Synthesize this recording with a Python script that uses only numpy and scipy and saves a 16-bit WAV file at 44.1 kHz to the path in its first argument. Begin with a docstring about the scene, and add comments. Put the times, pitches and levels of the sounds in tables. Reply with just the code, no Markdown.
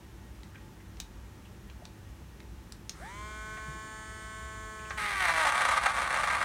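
"""In a small room with a low rumble, a cordless blender is held on its side over a kitchen table.
It is clicked on, and its motor whines up to speed as a sum of harmonics of the shaft rotation.
As it is turned upright, vegetable chunks fall on the blades: the motor sags under the drag,
and trains of blows excite the modes of the plastic jar while filtered noise makes the spray."""
import sys
import numpy as np
from scipy import signal
from scipy.fft import rfft, irfft
from scipy.io import wavfile
from scipy.ndimage import uniform_filter1d

SR = 44100
rng = np.random.default_rng(int(sys.argv[2]) if len(sys.argv) > 2 else 0)


def master(y):
    """Save y as 16-bit WAV."""
    cut = np.clip(np.atleast_2d(y).T, -1, 1)
    pcm = np.round(cut * 32767)  # scale
    wavfile.write(sys.argv[1], SR, pcm.astype(np.int16))


N = 284004
T = np.arange(N) / SR  # time axis, s

# Spectrum of the room's rumble: [f/Hz, relative level/dB]
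RUMBLE_SPECTRUM = [(20, -43), (30, -16), (45, -15.5), (60, -7), (80, -12.5), (105, -7), (130, -11.5),
                   (200, -9.5), (265, -17.5), (330, -16.5), (410, -19.5), (500, -35.5), (700, -46)]
# Spectrum of the room's faint hiss: [f/Hz, relative level/dB]
AIR_SPECTRUM = [(260, -26.5), (450, -3), (615, -3.5), (653, -9), (703, -5), (879, -4), (1120, -6),
                (1740, -7.5), (1880, -13), (1970, -10.5), (2980, -12.5), (4800, -19), (5740, -16.5),
                (14900, -29.5), (15800, -52)]
# Narrow drones in the room: [f/Hz, bandwidth of each of two filter stages/Hz, rms level/dB]
ROOM_DRONES = [(48.5, 6.2, -56.5), (62.5, 15, -51.5), (97.4, 12.7, -57.5), (333.2, 17, -66.5),
               (871, 8.4, -70.5), (1876, 18, -72.5)]
# Button clicks and ticks of the casing: [t/s, peak level/dB, treble against mids/dB, ring f/Hz]
CASING_CLICKS = [(0.4332, -38, -9, 2000), (0.97, -44, -5, 2500), (1.001, -24, 3.5, 3830),
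                 (1.699, -38, -15, 3000), (1.853, -34, -13, 7000), (2.403, -38.5, -12, 2100),
                 (2.7223, -29.5, 1, 8650), (2.8945, -21.5, 0.5, 6260)]
# Spectrum of the button snap: [f/Hz, relative level/dB]
BUTTON_SPECTRUM = [(300, -24), (500, -9), (1400, -8), (2100, -4), (2800, -6), (3700, 0), (4700, -1),
                   (6200, -1), (7000, -6), (8900, -5), (10500, -16), (15500, -18)]
# Knocks of hands and sliding pieces: [t/s, peak level/dB, f/Hz, 60 dB decay of the exciting noise/s]
BODY_KNOCKS = [(.546, -47, 1590, .075), (.556, -46, 2400, .039), (.803, -50, 2020, 0.05),
               (1.17, -52, 1290, .03), (1.45, -53, 2900, .12), (1.815, -44.5, 630, 0.079),
               (3.572, -43, 680, .03), (3.675, -37.5, 135, 0.071), (4.79, -46, 2400, .14),
               (4.85, -45, 2487, 0.21), (4.899, -38.5, 5800, .06)]
# Modes of the plastic jar: [f/Hz, approximate half-power width/Hz, relative level/dB]
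JAR_MODES = [(523, 88, -13), (636, 66, -7), (836, 153, -4), (952, 75, 0), (1164, 77, 6.5), (1235, 62, 2.5),
             (1365, 93, -3), (1537, 107, 1.5), (1784, 60, -3.5), (1884, 250, -3.5), (2140, 93, -3.5),
             (2374, 62, -4.5), (2690, 165, -12), (3450, 158.6, -20), (3956.6, 214, -41)]
# Spectrum of the dry crack of a blow: [f/Hz, relative level/dB]
CRACK_SPECTRUM = [(250, -32), (430, -17), (560, 10.5), (2300, 10), (2700, -4.5), (4000, 0.5), (5000, -8.5),
                  (9500, -5.5), (11000, -26), (15500, -29)]
# Big chunks hitting the blades: [t/s, relative level/dB]
CHUNK_HITS = [(3.571, -25), (4.905, -15.5), (5.292, -7.5), (5.362, -12), (5.449, -7), (5.468, -5.5),
              (5.584, -10), (5.712, -5), (5.768, -10), (5.86, 0), (5.984, -13), (6.105, -10), (6.159, -7.5),
              (6.232, -6.5), (6.3, -6), (6.347, -6.5), (6.411, -9)]
# Spectrum of the juice spray: [f/Hz, relative level/dB]
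SPRAY_SPECTRUM = [(1500, -9.5), (3300, 13), (4500, 6), (5300, 2.5), (6200, 5), (7100, -2.5), (8200, 5),
                  (9200, 4), (9800, 7), (10300, -3), (12500, -4.5), (15500, -15)]
# The blades run into a pocket of air: [t/s, half length of the dip at 1/e/s, dip in level/dB]
AIR_POCKETS = [(5.152, 0.029, 3.5), (5.338, 0.025, 4.5), (5.532, 0.021, 5), (5.807, 0.013, 10),
               (5.848, .008, 3), (5.931, 0.018, 8.5), (6.075, 0.034, 4.5)]
# Drag of the food on the blades: [t/s, rotation frequency lost f/Hz]
FOOD_DRAG = [(4.5, 0), (4.95, 1.55), (5.08, 11.8), (5.21, 30.5), (5.28, 50), (5.42, 59), (5.54, 93),
             (5.65, 79), (6.03, 90), (6.25, 79)]
# Harmonics of the shaft at full speed: [multiple of the shaft frequency, relative level/dB]
SHAFT_ORDERS = [(2, -4.5), (3, -5), (4, -8), (6, -1.5), (8, 1), (9, -6.5), (10, -8), (11, -12.5), (12, -25),
                (13, -24.5), (14, -15), (15, -16.5), (16, -14), (17, -18), (19, -23), (20, -24), (21, -19),
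                (24, -22.5), (25, -17.5), (28, -15.5), (30, -15.5), (31, -14.5), (32, -16.5), (33, -10.5),
                (35, -15.5), (37, -17), (38, -17.5), (39, -14.5), (40, -29), (41, -15.5)]
# The two strongest harmonics at free speed: [t/s, fifth order rms level/dB, seventh order rms level/dB]
LEADING_ORDERS = [(3.1, -54, -60.5), (3.212, -44.5, -58), (3.24, -46.5, -54), (3.358, -51, -47.5),
                  (3.542, -48, -45.5), (3.81, -47.5, -51.5), (4.132, -56, -52.5), (4.346, -49, -50),
                  (4.732, -49, -52), (4.85, -48.5, -50.5)]
# Spectrum of the brush noise: [f/Hz, relative level/dB]
BRUSH_SPECTRUM = [(400, -14), (1000, 7), (1500, 6.5), (2200, 9), (2700, -6), (3700, -0.5), (5000, -2),
                  (6200, -3), (9600, 1.5), (10500, -9.5), (15500, -20)]

RUMBLE_DB, AIR_DB = -52.5, -59.5  # rms; the hiss wavers slightly about its level
TOP_HZ = 15850
# chopping grows with the drag until the blades are buried, then eases as the pieces get smaller
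CONTACT_S, BURIED_DRAG_HZ = 4.972, 56
LIGHT_BLOWS_DB, BURIED_BLOWS_DB = -38.5, -27
LIGHT_SPRAY_DB, BURIED_SPRAY_DB = -49, -40
MINCED_S, BLOWS_EASE_DB_PER_S, SPRAY_EASE_DB_PER_S = 5.5, 5.5, 7
# the shaft leaps towards its free speed, then creeps up the last few turns per second
START_S, FREE_HZ, SPIN_UP_S = 2.962, 217.55, 0.059
CREEP_HZ, CREEP_S = 9, 0.35
FULL_SPEED_HZ = 217  # speed to which the harmonic levels refer
HOWL_S = 0.165  # how long the starting current howls
# offsets added to the relative levels of the low, middle and treble orders
LOW_DB, MIDDLE_DB, TREBLE_DB = -50.5, -49, -50.8
# just after the start the middle orders rasp and the low ones are slow to build
SETTLE_S, START_RASP_DB, START_LAG_DB = 0.39, 5, 7


def undb(db):
    """Logarithmic level: 20 dB are a factor of ten in amplitude."""
    return 10 ** (np.asarray(db) / 20)


def unit(x):
    """Normalization: division by the root mean square gives rms 1."""
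    return x / np.sqrt(np.mean(x ** 2))


def steady(x, span):
    """Short-time normalization: a running mean over span seconds holds the rms at 1."""
    power = np.abs(uniform_filter1d(x ** 2, int(span * SR)))
    return x / np.sqrt(power + 1e-12)


def curves(rows):
    """Linear interpolation: each column after t/s becomes a curve over time."""
    s, *columns = np.transpose(rows)
    return [np.interp(T, s, c) for c in columns]


def fade_in(start, length):
    """Linear envelope: a ramp from 0 to 1, start and length in seconds."""
    return np.clip((T - start) / length, 0, 1)


def walk(rate):
    """Random modulation: Gaussian values, rate per second, joined by lines; spread near 1."""
    values = rng.standard_normal(2048)
    return 1.2 * np.interp(T * rate + rng.random(), np.arange(2048), values)


def colour(x, points):
    """Minimum-phase filtering: the cepstrum of a (f/Hz, level/dB) curve gives a causal response."""
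    size = 4096
    hz, db = np.transpose(points)
    bins_hz = np.fft.rfftfreq(size, 1 / SR) + 1
    log_gain = np.log(undb(np.interp(np.log(bins_hz), np.log(hz), db)))
    cepstrum = irfft(log_gain)[:size // 2]
    cepstrum[1:] *= 2  # fold the anticausal half onto the causal one
    response = irfft(np.exp(rfft(cepstrum, size)))
    return signal.fftconvolve(x, response)[:len(x)]


def resonate(x, hz, width_hz):
    """Simple resonance: a second-order peak with gain 1 at its centre."""
    return signal.lfilter(*signal.iirpeak(hz, hz / width_hz, fs=SR), x)


def burst(t60):
    """Exponential decay: noise falls by 60 dB in t60 seconds."""
    t = T[:SR // 4]
    return rng.standard_normal(len(t)) * undb(-60 * t / t60)


def add(out, s, x):
    """Superposition: a sound is summed in at time s."""
    i = int(s * SR)
    out[i:i + len(x)] += x[:N - i]


def room_tone():
    """Stationary noise: broadband rumble and faint hiss, with narrow bands heard as drones."""
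    rumble = unit(colour(rng.standard_normal(N), RUMBLE_SPECTRUM)) * undb(RUMBLE_DB)
    air = unit(colour(rng.standard_normal(N), AIR_SPECTRUM)) * undb(AIR_DB + 0.14 * walk(4.4))
    drones = 0
    for hz, width, db in ROOM_DRONES:
        band = resonate(resonate(rng.standard_normal(N), hz, width), hz, width)
        drones = drones + undb(db) * unit(band)
    return rumble + air + drones


def room(x, wet_db=-10, t60=0.19):
    """Reverberation: table and near walls return a short, dense echo as decaying noise."""
    tail = colour(burst(t60), [(200, -10), (1500, 5), (6000, -0.5), (14000, -4.0)])
    delayed_tail = np.pad(tail, (int(.004 * SR), 0))
    echo = signal.fftconvolve(x, delayed_tail)[:N]
    return x + undb(wet_db) * echo / np.sqrt(np.sum(tail ** 2))


def handling(click_db=0, knock_db=0, ring_db=-2):
    """Impact excitation: button snaps ring the casing; hands and sliding pieces knock on the body."""
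    out = np.zeros(N)
    for s, db, treble_db, ring_hz in CASING_CLICKS:
        decay = burst(0.013) + undb(-10.0) * burst(0.028) + undb(-22.5) * burst(0.13)
        snap = colour(decay, BUTTON_SPECTRUM)
        ringing = snap + undb(ring_db) * resonate(snap, ring_hz, ring_hz / 2)
        snap = colour(ringing, [(2000, 0), (9000, treble_db)])
        add(out, s, undb(db + click_db) * snap / np.abs(snap).max())
    for s, db, hz, ring_s in BODY_KNOCKS:
        knock = resonate(resonate(burst(ring_s), hz, hz / 3), hz, hz / 3)
        add(out, s, knock * undb(db + knock_db) / np.abs(knock).max())
    return out


def jar_ring(push, detune, crack_db=-19):
    """Modal response: the plastic jar answers a blow with a dry crack and its resonances."""
    hz = np.geomspace(100, SR / 2, 600)
    power = undb(crack_db + np.interp(hz, *np.transpose(CRACK_SPECTRUM))) ** 2
    for centre, width, db in JAR_MODES:
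        offset = (hz - centre * (1 + detune)) / (.75 * width)
        power += undb(db) ** 2 / (1 + offset ** 2) ** 2
    return colour(push, np.transpose([hz, 10 * np.log10(power)]))


def jar(push, bare_db=4):
    """Loaded resonator: food detunes the modes, bounces smear each blow, pulp damps the upper modes."""
    # shifting food leans the response between modes 1.7 % sharp and 1.7 % flat
    lean = .5 + .5 * np.tanh(2 * walk(14))
    ring = lean * jar_ring(push, .017) + (1 - lean) * jar_ring(push, -.017)
    for bounce_s in (.0004, .0007, .0011):
        allpass = np.r_[.5, np.zeros(int(bounce_s * SR)), 1]
        ring = signal.lfilter(allpass, allpass[::-1], ring)
    bare = colour(ring, [(600, 0.0), (1150, -4.0), (1800, bare_db + 1), (4500, bare_db), (9000, -6)])
    pulp = fade_in(5.155, 0.31)
    return (1 - pulp) * bare + pulp * ring


def chunks(gain_db=8, scrape_db=-17, scrape_s=0.063, again_db=-3):
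    """Impulse and friction: a big piece is hit, caught by the next blade, and scrapes along the wall."""
    push = np.zeros(N)
    for s, db in CHUNK_HITS:
        blow = undb(scrape_db) * burst(scrape_s)
        blow[0] += 2
        blow[SR // 270] += 2 * undb(again_db)  # the second hit, 3.7 ms later
        add(push, s, blow * undb(db + gain_db))
    return jar(push)


def chop_levels(drag):
    """Work of cutting: blow and spray levels follow the drag, ease with time and dip in air pockets."""
    bite = np.sqrt(np.clip(drag / BURIED_DRAG_HZ, 0, 1))
    mincing = np.maximum(T - MINCED_S, 0)
    dip_db = sum(db * np.exp(-((T - s) / half) ** 2) for s, half, db in AIR_POCKETS)
    blows_db = LIGHT_BLOWS_DB + (BURIED_BLOWS_DB - LIGHT_BLOWS_DB) * bite - BLOWS_EASE_DB_PER_S * mincing
    spray_db = LIGHT_SPRAY_DB + (BURIED_SPRAY_DB - LIGHT_SPRAY_DB) * bite - SPRAY_EASE_DB_PER_S * mincing
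    return blows_db - dip_db, spray_db - dip_db


def blade_blows(turns, packed, scatter_db=4.0, second_blade_db=-6):
    """Periodic impact: two blades strike every turn, less evenly as the jar fills."""
    passes = np.flatnonzero(np.diff(np.floor(2 * turns)))
    late, size = rng.standard_normal((len(passes), 2)).T
    jitter_s = .00008 + .0003 * packed[passes]
    at = np.clip(passes + (late * jitter_s * SR).astype(int), 0, N - 1)
    blade = np.arange(len(at)) % 2
    blows = np.zeros(N)
    blows[at] = undb(scatter_db * np.clip(size, -2, 1.2) + second_blade_db * blade)
    return blows


def pelting_bits(packed, bits_per_s=1100, bits_db=-15, bit_scatter_db=4):
    """Random impact: cut bits pelt the wall at chance moments, more densely as the jar fills."""
    hits = rng.random(N) < bits_per_s * (.3 + .7 * packed) / SR
    bits = hits * rng.choice([-1, 1], N)
    return bits * undb(bits_db + bit_scatter_db * rng.standard_normal(N))


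def juice_spray(push):
    """Turbulent noise: each cut tears on for a moment, and the steel blades ring until pulp coats them."""
    tearing = signal.lfilter([1], [1, -np.exp(-1 / (0.0021 * SR))], push ** 2)
    spray = colour(np.sqrt(tearing) * rng.standard_normal(N), SPRAY_SPECTRUM)
    blade_ring = resonate(spray, 8160, 300) + resonate(spray, 9300, 200)
    spray += (1 - fade_in(5.047, 0.4)) * 0.71 * blade_ring
    # the pulp muffles the finest spray
    thick = fade_in(5.0, 0.59)
    return (1 - thick) * spray + thick * colour(spray, [(9700, -5.5), (12500, -12.0)])


def chopping(turns, drag, tumble_db=4):
    """Forced vibration: blows and bits drive the jar, and the same force sets off the spray."""
    force_db, spray_db = chop_levels(drag)
    packed = fade_in(5.42, .15)
    push = blade_blows(turns, packed) + pelting_bits(packed)
    # tumbling pieces feed the blades in fits
    push = push * undb(tumble_db * (0.13 + 0.92 * packed) * np.tanh(walk(60)))
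    spray = juice_spray(push)
    rattle = steady(jar(push), .06) * undb(force_db) + steady(spray, 0.037) * undb(spray_db)
    return fade_in(CONTACT_S, .003) * rattle


def shaft_speed(drag):
    """Exponential approach: turns per second rise fast, then creep, less the drag of the food."""
    running = np.maximum(T - START_S, 0)
    leap = (FREE_HZ - CREEP_HZ) * np.exp(-running / SPIN_UP_S)
    creep = CREEP_HZ * np.exp(-running / CREEP_S)
    return np.maximum(FREE_HZ - leap - creep - drag, 0)


def shaft_whine(speed, angle, free, waver_db=2, high_waver_db=2.0):
    """Harmonic series: shaft orders sing, each wavering as the grip shifts."""
    settling = np.exp(-((T - START_S) / SETTLE_S) ** 2)
    whine = 0
    for order, _ in SHAFT_ORDERS:
        # the housing favours fixed pitches, so each order swells as it glides through them
        db = np.interp(order * speed / FULL_SPEED_HZ, *np.transpose(SHAFT_ORDERS))
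        if order < 10:
            db = db + LOW_DB - START_LAG_DB * settling + waver_db * walk(2.91)
            gain = undb(db) * free ** 3
        elif order < 24:
            db = db + MIDDLE_DB + START_RASP_DB * settling + waver_db * walk(2.81)
            gain = undb(db) * free ** 3
        else:
            db = db + TREBLE_DB + high_waver_db * walk(3.526)
            gain = undb(db) * free ** 6 * (1 - fade_in(4.93, 0.38))
        whine = whine + gain * np.sin(round(order) * angle + 2 * np.pi * rng.random())
    fifth_db, seventh_db = curves(LEADING_ORDERS)
    lead = undb(fifth_db) * np.sin(5 * angle) + undb(seventh_db) * np.sin(7 * angle)
    return whine + np.sqrt(2) * np.minimum(free, fade_in(START_S, HOWL_S)) * lead


def brush_noise(turns, free, brush_db=-57.5):
    """Amplitude modulation: brush hiss pulses once a turn; below free speed it grows and scrapes."""
    pulse = np.exp(-free * (turns % 1) / 2.0)
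    brushes = unit(colour(rng.standard_normal(N) * pulse, BRUSH_SPECTRUM))
    scrape = unit(resonate(brushes, 1340, 260)) * undb(-50.5) * (1 - free)
    hiss = brushes * undb(brush_db + 8.1 * (1 - free))
    return scrape + hiss


def motor(speed, turns):
    """Rotating source: harmonics locked to the shaft angle join the friction noise of the brushes."""
    angle = 2 * np.pi * turns + .007 * walk(150)  # slight phase jitter, rad
    free = np.clip(speed / 213, 0, 1)
    whine = shaft_whine(speed, angle, free)
    # the starting current makes the fifth order howl
    starting = np.sqrt(1 - free) * (T < START_S + HOWL_S)
    whine += undb(-42.0) * starting * np.sin(10 * np.pi * turns)
    return whine * fade_in(2.99, 0.041) + brush_noise(turns, free) * fade_in(2.93, 0.12)


def scene():
    """Common drive: one shaft governs both the whine and the chopping."""
    drag, = curves(FOOD_DRAG)
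    speed = shaft_speed(drag)
    turns = np.cumsum(speed) / SR
    impacts = chopping(turns, drag) + chunks() + handling()
    return (motor(speed, turns) + room(impacts) + room_tone())[None]


def record(dry):
    """Band limitation: a steep elliptic low-pass removes the top of the spectrum."""
    low_pass = signal.ellip(10, .2, 70, TOP_HZ, fs=SR, output="sos")
    return signal.sosfilt(low_pass, dry)


dry = scene()
out = record(dry)
master(out)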